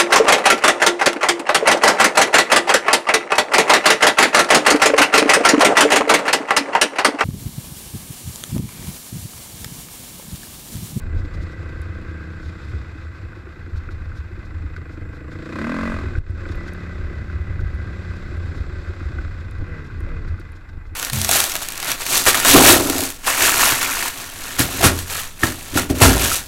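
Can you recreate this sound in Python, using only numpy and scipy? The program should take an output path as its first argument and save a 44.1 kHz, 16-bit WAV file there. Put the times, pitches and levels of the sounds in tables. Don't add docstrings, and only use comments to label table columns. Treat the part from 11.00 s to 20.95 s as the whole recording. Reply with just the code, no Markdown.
import sys
import numpy as np
from scipy import signal
from scipy.fft import rfft, irfft, next_fast_len
from scipy.io import wavfile
from scipy.ndimage import uniform_filter1d, map_coordinates

SR = 44100
rng = np.random.default_rng(int(sys.argv[2]) if len(sys.argv) > 2 else 0)


def linear_from_db(decibels):
    return 10 ** (np.asarray(decibels, float) / 20)


def store_pcm(level_fs):
    pcm = np.round(np.clip(level_fs, -1, 1) * 32767).astype(np.int16)
    wavfile.write(sys.argv[1], SR, np.atleast_2d(pcm).T)


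N = 438794

# time in seconds, loudness in dB, air and tyre rush over it in dB.
ENGINE_LEVEL = [(0, -46, -0.5), (.4, -45, 2), (1.3, -44.5, 0), (1.6, -45, 4.5), (2.35, -47.5, 1),
                (3.5, -47.5, 0.5), (4.24, -46.5, -3), (4.46, -41.5, 3.5), (4.62, -32, -1),
                (4.87, -31, -1.5), (5.13, -42, 2), (5.5, -41.5, 2), (6.6, -45.5, 0.5), (7, -43.5, 3.5),
                (8.15, -44, 3.5), (8.55, -46, 1.5), (9.25, -46, 1), (9.95, -53.5, -1.5)]
# start in seconds, extra firings in 1/s.
DOWNSHIFTS = [
    (8.54, 14),
    (8.95, 13.5),
]
CLUTCH_S = 0.14
# frequency in Hz, width in Hz, level in dB.
CASE_MODES = [(1075, 206, -8), (1287, 250, -6), (1553, 143, -2.5), (2046, 146, -9), (2510, 150, -11.5)]
# frequency in Hz, width in Hz, level in dB.
SHELL_MODES = [(3625, 970, 6), (5300, 1970, 0), (6610, 960, -2), (12000, 1100, -24.5)]


def engine():
    # time in seconds, firings in 1/s.
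    crank_speed = [(0, 32), (.3, 32.7), (.55, 31.2), (1.5, 31.7), (1.75, 30.2), (2.6, 29.2), (3.4, 26),
                   (4.18, 26.1), (4.52, 29.8), (4.65, 38.1), (4.76, 43.7), (4.88, 46.4), (5.13, 39.2),
                   (5.3, 35), (7.3, 34), (8.06, 32.9), (8.53, 28), (9.95, 24)]
    # time in seconds, load 0-1, clean share of the exhaust 0-1, firing bark in the clatter 0-1.
    throttle = [(0, .2, .35, .12), (.5, .15, .82, .08), (1.5, .13, .82, .08), (1.65, 0, .3, .06),
                (2.4, .1, .65, .08), (3.3, 0, .35, .08), (3.8, .17, .8, .12), (4.42, .2, .92, .22),
                (4.58, 1, .94, .62), (4.93, 1, .9, .42), (5.11, .25, .25, .15), (5.7, .08, .78, .1),
                (7.3, .07, .78, .08), (7.8, .1, .6, .1), (8.53, 0, .3, .12), (8.63, .1, .9, .1),
                (9.3, .1, .85, .1), (9.45, 0, .2, .12)]
    firing_at = 4.764
    slip = 0.012
    shifts = downshift_curves()
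    rate = curves(crank_speed)[0] + sum(extra * shift for (_, extra), shift in zip(DOWNSHIFTS, shifts))
    load, clean, bark = curves(throttle)
    loud_db, rush_db = curves(ENGINE_LEVEL)
    clatter_db = loud_db + 3 * sum(shift ** 2 for shift in shifts)

    settled = sum(shift * np.clip(1 - CLUTCH_S * SR * np.gradient(shift), 0, 1) for shift in shifts)
    braking = linear_from_db(4) * np.sqrt(settled)

    cycle = np.cumsum(rate * (1 + 0.003 * wobble(14) + slip * (1 - load) * wobble(4))) / SR
    cycle += 400 - cycle[round(firing_at * SR)]
    burn = np.maximum.accumulate(cycle + 0.006 * (1 - 0.85 * load) * wobble(25))
    firing = burn.astype(int)
    since = (burn - firing) / rate
    size = linear_from_db(rng.standard_normal(1000)[firing] * (1.4 - 0.4 * load))
    low = sum(2 * rate / SR * np.cos(2 * np.pi * order * burn) for order in range(4, 7))
    beats = steady((np.diff(firing, prepend=firing[0]) - low) * size, 0.079)

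    on_pipe = load * np.clip((rate - 35.9) / (40 - 35.9), 0, 1)
    blown = exhaust(beats, since, load, clean, on_pipe, clatter_db)
    tones = firing_orders(cycle, rate, load, clean, on_pipe, braking, sum(shifts), clatter_db)
    return blown + tones + clatter(beats, since, size, load, bark, clatter_db, loud_db + rush_db)


def exhaust(beats, since, load, clean, on_pipe, clatter_db):
    # time in seconds, resonances over their mean pitch, flow in dB.
    heat = [(0, 1.02, -4), (.6, 0.998, -2), (1.5, 0.956, -3), (2.6, 0.994, -3.5), (3.7, 0.95, -4.5),
            (3.9, .93, -1), (4.25, 0.93, 0.5), (4.5, 0.97, 2.5), (4.7, 1.1, 1), (5.2, 1.02, -2.5),
            (5.7, 1.098, -2), (7.3, 1.09, -2.5), (8.2, 1.086, -3), (8.55, .97, -4), (8.7, 1.1, -5),
            (8.95, 0.76, -3), (9.1, 1.08, -6.5), (9.4, 0.908, -6)]
    # frequency in Hz, width in Hz, level in dB.
    cruise_modes = [(173, 117, -1.5), (267, 32, 3.5), (330, 57, 2), (541, 91, -0.5), (660, 78, -1.5),
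                    (844, 310, -9.5)]
    # frequency in Hz, width in Hz, level in dB.
    load_modes = [(199, 49, -14.5), (249, 14, -1), (290, 26, 1), (587, 100, -5)]

    def silencer(f):
        echo = 1 + 0.27 * np.exp(-2j * np.pi * f / 160)
        return echo * np.exp(-1j * np.pi * 0.0025 * f * f / 500)

    tuning, flow_db = curves(heat)
    coast_db = -5 * np.clip(1 - load / 0.15, 0, 1)
    level_db = clatter_db + 5 + 0.5 * clean - 7 * load + flow_db + coast_db
    gas = steady((2.1 + np.exp(-since / 0.094)) * rng.standard_normal(N), 0.8)
    source = np.sqrt(clean) * filtered(beats, silencer) + np.sqrt(1 - clean) * gas
    cruise = retuned(source, tuning, lambda x: resonate(x, cruise_modes, 70, 690, order=2))
    pulling = resonate(source, load_modes, 84, 850)
    pipe = (1 - on_pipe) * unit(cruise) + on_pipe * unit(pulling)
    return linear_from_db(level_db + 0.5) * steady(pipe, 0.25)


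def firing_orders(cycle, rate, load, clean, on_pipe, braking, shift, clatter_db):
    # cruising level in dB, pulling level in dB.
    order_levels = [(-6, 9), (-2, 2), (-6.5, 2.5)]
    # order, level over the loudness in dB.
    surge_orders = [(7, -4), (8, -3), (9, -4), (16, -14), (17, -14), (18, -13)]
    # order, level over the fourth in dB.
    brake_orders = [(6, -9), (7, -9), (8, -8), (12, -9), (16, -20)]

    def lift(hz, centre_hz, width_hz):
        return 1 / (1 + ((hz - centre_hz) / width_hz) ** 2) ** 2

    def header(hz, cruise_db, pull_db):
        cruising = (1 - load) * linear_from_db(cruise_db) * (0.33 + lift(hz, 168, 190))
        return cruising + load * linear_from_db(pull_db) * (0.087 + lift(hz, 239, 44))

    burning = (0.12 + 1.33 * clean ** 2) * np.clip(1 - 0.84 * shift, 0.05, 1)
    drift_db = 3 * np.clip(1 - load - 2 * shift, 0, 1)
    out = np.zeros(N)
    for order, levels_db in enumerate(order_levels, 4):
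        gain = header(order * rate, *levels_db) * burning + (order == 4) * braking
        gain = gain * linear_from_db(clatter_db + drift_db * wobble(3.4))
        phase = 4 - order + np.pi / 2 * (order == 5)
        out += np.sqrt(2) * gain * np.sin(2 * np.pi * order * cycle + phase)
    surge = load ** 2 * (1 - on_pipe)
    for gain, table in [(surge, surge_orders), (braking, brake_orders)]:
        tones = sum(linear_from_db(db) * np.sin(2 * np.pi * order * cycle - order) for order, db in table)
        out += np.sqrt(2) * gain * linear_from_db(clatter_db) * tones
    return out


def clatter(beats, since, size, load, bark, clatter_db, rush_db):
    # frequency in Hz, width in Hz, level in dB.
    intake_modes = [(1050, 100, -1.5), (1286, 120, -6)]
    snap = steady(size * (1 - np.exp(-since / 0.0012)) * np.exp(-since / 0.0055), 0.2)
    rattle = linear_from_db(0.76 * wobble(14) + wobble(60))
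    gate = np.sqrt(1 - bark) * rattle + np.sqrt(bark) * snap
    body = resonate(gate * rng.standard_normal(N) + 0.65 * load * beats, CASE_MODES, 700, 3500)
    body += load * resonate(0.41 * gate * rng.standard_normal(N) + beats, intake_modes, 470, 1300)
    hiss = resonate((gate + 0.5) * linear_from_db(0.95 * wobble(18)) * rng.standard_normal(N), SHELL_MODES, 2140, 11300)
    hiss += load * resonate((gate + 0.5) * rng.standard_normal(N), [(7440, 1900, -3.5)], 5000, 12000)
    return linear_from_db(clatter_db) * steady(body, 0.21) + linear_from_db(rush_db - 15.5) * steady(hiss, 0.21)


def downshift_curves():
    settle_s = 0.22
    t = np.arange(N) / SR
    out = []
    for start, _ in DOWNSHIFTS:
        climb = np.clip((t - start) / CLUTCH_S, 0, 1)
        after = np.maximum(t - start - CLUTCH_S, 0)
        out.append(climb * np.exp(-(after / settle_s) ** 2))
    return out


def gears():
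    # frequency in Hz, width in Hz, level in dB.
    whine_modes = [(1575, 40, 0), (1988, 36, 0), (7550, 250, 0), (2560, 60, 0)]
    # start in seconds, end in seconds, low mode in dB, middle mode in dB.
    pulls = [
        (0.208, 0.832, -72, -49.5),
        (0.504, 1.468, -49, -62),
        (5.39, 6.114, -68, -49),
        (5.9, 7.41, -51, -51),
        (8.55, 8.95, -50, -50),
        (4.45, 5.12, -47, -42.5),
    ]
    # time in seconds, pitch over its mean.
    mesh_glide = [(0, 1.015), (.3, 1.01), (.5, .955), (.8, .99), (1.4, 1.01), (1.7, .98), (5, 1.0),
                  (9.95, 1.0)]
    # time in seconds, swell in dB.
    chain_swell = [(0, 2.5), (1, -3), (1.5, -0.5), (2.2, -1), (2.7, -3), (4.2, 1), (5, 0.5), (6.6, -4.5),
                   (7, -1), (8.3, -0.5), (8.7, -5), (9.95, -1)]
    fade_s = 0.18
    t = np.arange(N) / SR
    loud_db, rush_db = curves(ENGINE_LEVEL)
    low, middle, high = [linear_from_db(np.minimum(loud_db, -43) + db) for db in [-63, -11.5, -27]]
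    for start, end, low_db, middle_db in pulls:
        pulling = np.clip(np.minimum(t - start, end - t) / fade_s, 0, 1)
        low = low + linear_from_db(low_db) * pulling
        middle = np.maximum(middle, linear_from_db(middle_db) * pulling)
    high = high * linear_from_db(0.7 * rush_db + curves(chain_swell)[0])
    lines = [unit(resonate(rng.standard_normal(N), [mode], 1000, 7400)) for mode in whine_modes]
    glide = curves(mesh_glide)[0]
    lines[0] = np.interp(np.cumsum(glide / glide.mean()), np.arange(N), lines[0])
    return sum(gain * line for gain, line in zip([low, middle, high, linear_from_db(-16) * low], lines))


def wind():
    # time in seconds, strength in dB, slow side pressure over it in dB.
    wind_level = [(0, -31.5, 10.5), (1, -30, 1), (2, -33, -3.5), (2.6, -34.5, 7), (3.2, -29.5, 9),
                  (3.9, -34.5, 6.5), (4.5, -38, 1), (5.1, -25.5, 10.5), (5.7, -34.5, 9.5), (6.3, -25.5, 4),
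                  (7, -28.5, 4.5), (8, -27, 6), (8.8, -33, 5.5), (9.3, -32.5, 12), (9.6, -40, 9.5),
                  (9.95, -34, 12.5)]
    # time in seconds, level over the wind in dB, half length in seconds.
    gusts = [(0.146, 11, 0.06), (0.378, 8.5, 0.024), (0.856, 0, 0.079), (1.322, -4, 0.05),
             (1.758, 7.5, 0.034), (2.497, -5, 0.075), (2.769, 15, 0.014), (2.98, 1.5, 0.21),
             (3.294, -10, 0.017), (3.644, 7, 0.065), (4.04, 4.5, 0.047), (4.392, 3, 0.06),
             (4.776, -4.5, 0.062), (5.204, 17.5, 0.017), (5.331, 12.5, 0.031), (5.572, 5.5, 0.045),
             (6.002, 7.5, 0.033), (6.633, 6, 0.12), (7.44, 8.5, 0.026), (7.596, 16, 0.015),
             (7.973, -4, 0.047), (8.166, 10.5, 0.038), (8.609, 15.5, 0.021), (9.04, 15.5, 0.023),
             (9.316, 12.5, 0.032), (9.778, 8.5, 0.01)]
    # frequency in Hz, width in Hz, level in dB.
    boom_modes = [(24.7, 8.6, -6), (67, 27.3, 1.5), (85.4, 19.9, 6.5), (108, 900, -19)]
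    # start in seconds, peak in dB, frequency in Hz.
    jolt_events = [(.1, -21, 80), (.797, -19, 76), (.894, -20, 86), (1.082, -23, 83), (2.768, -19, 80),
                   (3.186, -22, 67), (3.647, -20, 70), (5.947, -22, 65), (6.279, -22, 78), (6.532, -19, 78),
                   (6.985, -21, 86), (7.371, -19, 83), (7.726, -20, 70), (8.133, -20, 70), (9.021, -21, 67),
                   (9.296, -18, 81), (5.176, -10, 78), (5.296, -10, 80), (5.5, -18, 83), (6.4, -16, 70),
                   (6.654, -15, 65), (6.737, -17, 62), (7.094, -17, 78), (7.59, -17, 60), (8.054, -17, 65),
                   (8.58, -19, 78)]
    strength_db, side_db = curves(wind_level)
    now = np.arange(N) / SR
    boom_db = strength_db + sum(db * np.exp(-0.5 * ((now - s) / half) ** 2) for s, db, half in gusts)
    deep_db = boom_db + side_db - 12 + 3.7 * wobble(7.1)
    lumps = linear_from_db(1.8 * wobble(3.0) + 0.97 * wobble(13))
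    boom = steady(resonate(lumps * rng.standard_normal(N), boom_modes[1:], 68, 184), 0.25)
    deep = steady(resonate(lumps * rng.standard_normal(N), boom_modes[:1], 22, 48), 0.1)

    t = np.arange(SR // 8) / SR
    swell = (t / 0.01 * np.exp(1 - t / 0.01)) ** 1.1
    jolts = place((s, -linear_from_db(db) * swell * np.sin(2 * np.pi * hz * t)) for s, db, hz in jolt_events)
    pressed = np.clip(place((s - 0.01, 1.4 * np.exp(-t / 0.04)) for s, _, _ in jolt_events), 0, 0.85)
    free = 1 - uniform_filter1d(pressed, size=SR // 100)
    return free * (linear_from_db(boom_db) * boom + linear_from_db(deep_db) * deep) + jolts


def helmet():
    # start in seconds, peak in dB, frequency in Hz.
    thuds = [(0.141, -34, 310), (0.245, -26.5, 297), (0.421, -31, 325), (1.109, -34, 322),
             (1.734, -32.5, 350), (1.951, -32.5, 310), (2.232, -36.5, 340), (2.369, -31.5, 328),
             (2.468, -33, 356), (2.568, -32, 328), (2.677, -34, 330), (2.891, -33, 350), (3.31, -36, 356),
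             (3.375, -33, 340), (3.523, -36, 308), (3.639, -32, 280), (3.778, -34.5, 356),
             (3.974, -32, 319), (4.132, -32, 297), (5.039, -27, 360), (5.157, -36, 352), (5.274, -34, 342),
             (5.46, -30, 305), (5.497, -31, 320), (5.602, -33, 328), (5.661, -28.5, 330), (6.108, -32, 356),
             (6.505, -34.5, 320), (7.06, -34, 346), (7.32, -32, 338), (7.509, -38, 446),
             (7.895, -28.5, 367), (8.013, -30, 308), (8.106, -36, 346), (8.191, -32, 325),
             (8.621, -30.5, 296), (8.61, -39, 454), (9.004, -36, 350), (9.07, -37, 553), (9.397, -33, 339),
             (9.767, -41, 317), (9.549, -41, 314), (9.921, -39, 310)]
    t = np.arange(SR // 12) / SR
    events = []
    for s, db, hz in thuds:
        envelope = linear_from_db(db + 5 - 60 * t / 0.06) * (1 - np.exp(-t / 0.002))
        tone = np.sin(2 * np.pi * hz * t) + 0.15 * np.sin(2 * np.pi * 1.42 * hz * t)
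        events.append((s, envelope * tone))
    return place(events)


def mount():
    # start in seconds, peak in dB, length in seconds.
    scuffs = [(0.163, -51, 0.057), (0.33, -47.5, 0.036), (0.242, -53, 0.023), (0.404, -48.5, 0.049),
              (0.508, -52, 0.029), (0.685, -52, 0.022), (1.397, -53, 0.093), (1.463, -52, 0.045),
              (1.664, -53.5, 0.079), (2.753, -49, 0.042), (2.899, -51, 0.04), (3.146, -50.5, 0.06),
              (3.443, -54, 0.028), (3.759, -46, 0.014), (3.901, -55, 0.059), (4.128, -55.5, 0.059),
              (5.486, -45, 0.0069), (5.511, -44, 0.019), (5.667, -44, 0.03), (5.993, -60, 0.012),
              (8.396, -52, 0.022), (8.84, -52, 0.019), (9.391, -52.5, 0.03), (9.547, -53, 0.033),
              (9.685, -53, 0.019), (6.598, -50, .02), (6.735, -58, .025), (7.15, -50, .03),
              (7.543, -49, .055), (7.88, -52, 0.022), (8.5, -60, .03), (8.856, -52, .025),
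              (9.271, -51, 0.028), (9.855, -60, 0.032), (4.296, -52, .06)]
    # start in seconds, peak in dB.
    knock_events = [(1.1965, -32), (1.733, -30), (1.8452, -28.5), (2.0677, -34), (2.33, -34), (2.4678, -31),
                    (2.756, -34), (2.888, -27), (3.0784, -36), (3.116, -29.5), (3.151, -32),
                    (3.3653, -32.5), (3.763, -25), (5.1512, -22), (5.453, -21.5), (5.68, -28.5),
                    (6.298, -32), (6.5913, -28), (6.7989, -27), (7.2579, -33), (7.766, -33), (7.857, -30),
                    (7.889, -31), (8.0037, -28), (8.0391, -29), (8.13, -40), (8.185, -22), (8.2477, -31.5),
                    (8.279, -36), (8.9, -28), (9.388, -29.5)]
    t = np.arange(SR // 12) / SR
    rubs, knocks = [], []
    for s, db, length in scuffs:
        stroke = np.sin(np.pi * np.clip(t / max(length, 0.005), 0, 1))
        rubs.append((s, linear_from_db(db + 8.5) * stroke * rng.standard_normal(len(t))))
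    for s, db in knock_events:
        strike = np.sin(2 * np.pi * 1480 * t) + 3.5 * rng.standard_normal(len(t))
        knocks.append((s, linear_from_db(db + 7 - 60 * t / 0.026) * strike))
    rubbing = resonate(place(rubs), SHELL_MODES, 4200, 21000)
    return rubbing + resonate(place(knocks), CASE_MODES[1:], 610, 2330)


def grit():
    # start in seconds, peak in dB.
    tick_events = [(0.1511, -52), (0.019, -44), (.256, -57), (0.817, -38.5), (1.0146, -52), (1.6546, -50),
                   (1.6931, -54), (3.0465, -58), (5.188, -37.5), (5.3048, -43), (5.484, -52), (5.516, -55),
                   (5.5558, -43), (5.6775, -53), (7.163, -60), (5.7347, -35), (6.4133, -53), (6.5415, -53),
                   (6.6064, -53), (6.7486, -47), (7.3687, -51), (7.4609, -50), (7.6031, -51), (7.8865, -53),
                   (8.0631, -52), (8.511, -42), (8.5884, -55), (9.005, -39), (9.398, -42), (9.52, -43)]
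    t = np.arange(SR // 12) / SR
    ticks = []
    for s, db in tick_events:
        strike = np.sin(2 * np.pi * 10000 * t) + 2.3 * rng.standard_normal(len(t))
        ticks.append((s, linear_from_db(db - 3.5 - 60 * t / 0.011) * strike))
    return filtered(place(ticks), lambda f: (1j * f / (6000 + 1j * f)) ** 3 / (1 + (f / 12200) ** 6))


def background_hiss():
    # frequency in Hz, level in dB per Hz.
    floor_spectrum = [(60, -20), (400, -2), (900, 4), (2000, -78), (5000, -31), (9000, -27.5), (15500, -29)]
    hz, db = np.transpose(floor_spectrum)
    shape = lambda f: linear_from_db(np.interp(np.log(f + 1), np.log(hz), db))
    return linear_from_db(-60) * unit(filtered(rng.standard_normal(N), shape))


def unit(x):
    return x / np.sqrt(np.mean(x ** 2) + 1e-20)


def steady(x, seconds):
    return x / np.sqrt(np.abs(uniform_filter1d(x ** 2, int(seconds * SR))) + 1e-12)


def curves(rows):
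    s, *cols = np.transpose(rows)
    return [np.interp(np.arange(N) / SR, s, c) for c in cols]


def wobble(rate):
    coarse = np.arange(0, N + 32, 32)
    knots = rng.standard_normal(int(N * rate / SR) + 4)
    return np.interp(np.arange(N), coarse, map_coordinates(knots, [coarse * rate / SR]))


def filtered(x, response):
    m = next_fast_len(N + SR // 2)
    return irfft(rfft(x, m) * response(np.fft.rfftfreq(m, 1 / SR)), m)[:N]


def resonate(x, modes, low_hz, high_hz, order=1):
    def response(f):
        peaks = 0
        for k, (centre, width, db) in enumerate(modes):
            damping = 1j * f * width
            peaks = peaks + (-1) ** k * linear_from_db(db) * damping / (centre * centre - f * f + damping)
        return peaks ** order * (1j * f / (low_hz + 1j * f)) ** 2 / (1 + 1j * f / high_hz) ** 2
    return filtered(x, response)


def retuned(x, pitch, process):
    steps = np.arange(N)
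    clock = np.cumsum(pitch / np.mean(pitch))
    return np.interp(clock, steps, process(np.interp(steps, clock, x)))


def place(events):
    out = np.zeros(N + SR)
    for s, sound in events:
        out[max(round(s * SR), 0):][:len(sound)] += sound
    return out[:N]


def scene():
    return (engine() + gears() + wind() + helmet() + mount() + grit())[None]


def band_limit(x):
    return signal.sosfilt(signal.butter(12, 15690, fs=SR, output="sos"), x)


def record(dry):
    # start in seconds, depth in dB, recovery in seconds.
    ducks = [
        (5.187, -16, 0.11),
        (5.313, -6, 0.074),
    ]
    duck_db = np.zeros(N)
    for start, db, recovery in ducks:
        after = np.clip(np.arange(N) / SR - start, 0, 5)
        duck_db += db * (1 - np.exp(-after / 0.005)) * np.exp(-(after / recovery) ** 2)
    heard = filtered(linear_from_db(duck_db) * (dry[0] + background_hiss()), lambda f: f < 15350)
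    return band_limit(heard[None])


dry = scene()
out = record(dry)
store_pcm(out)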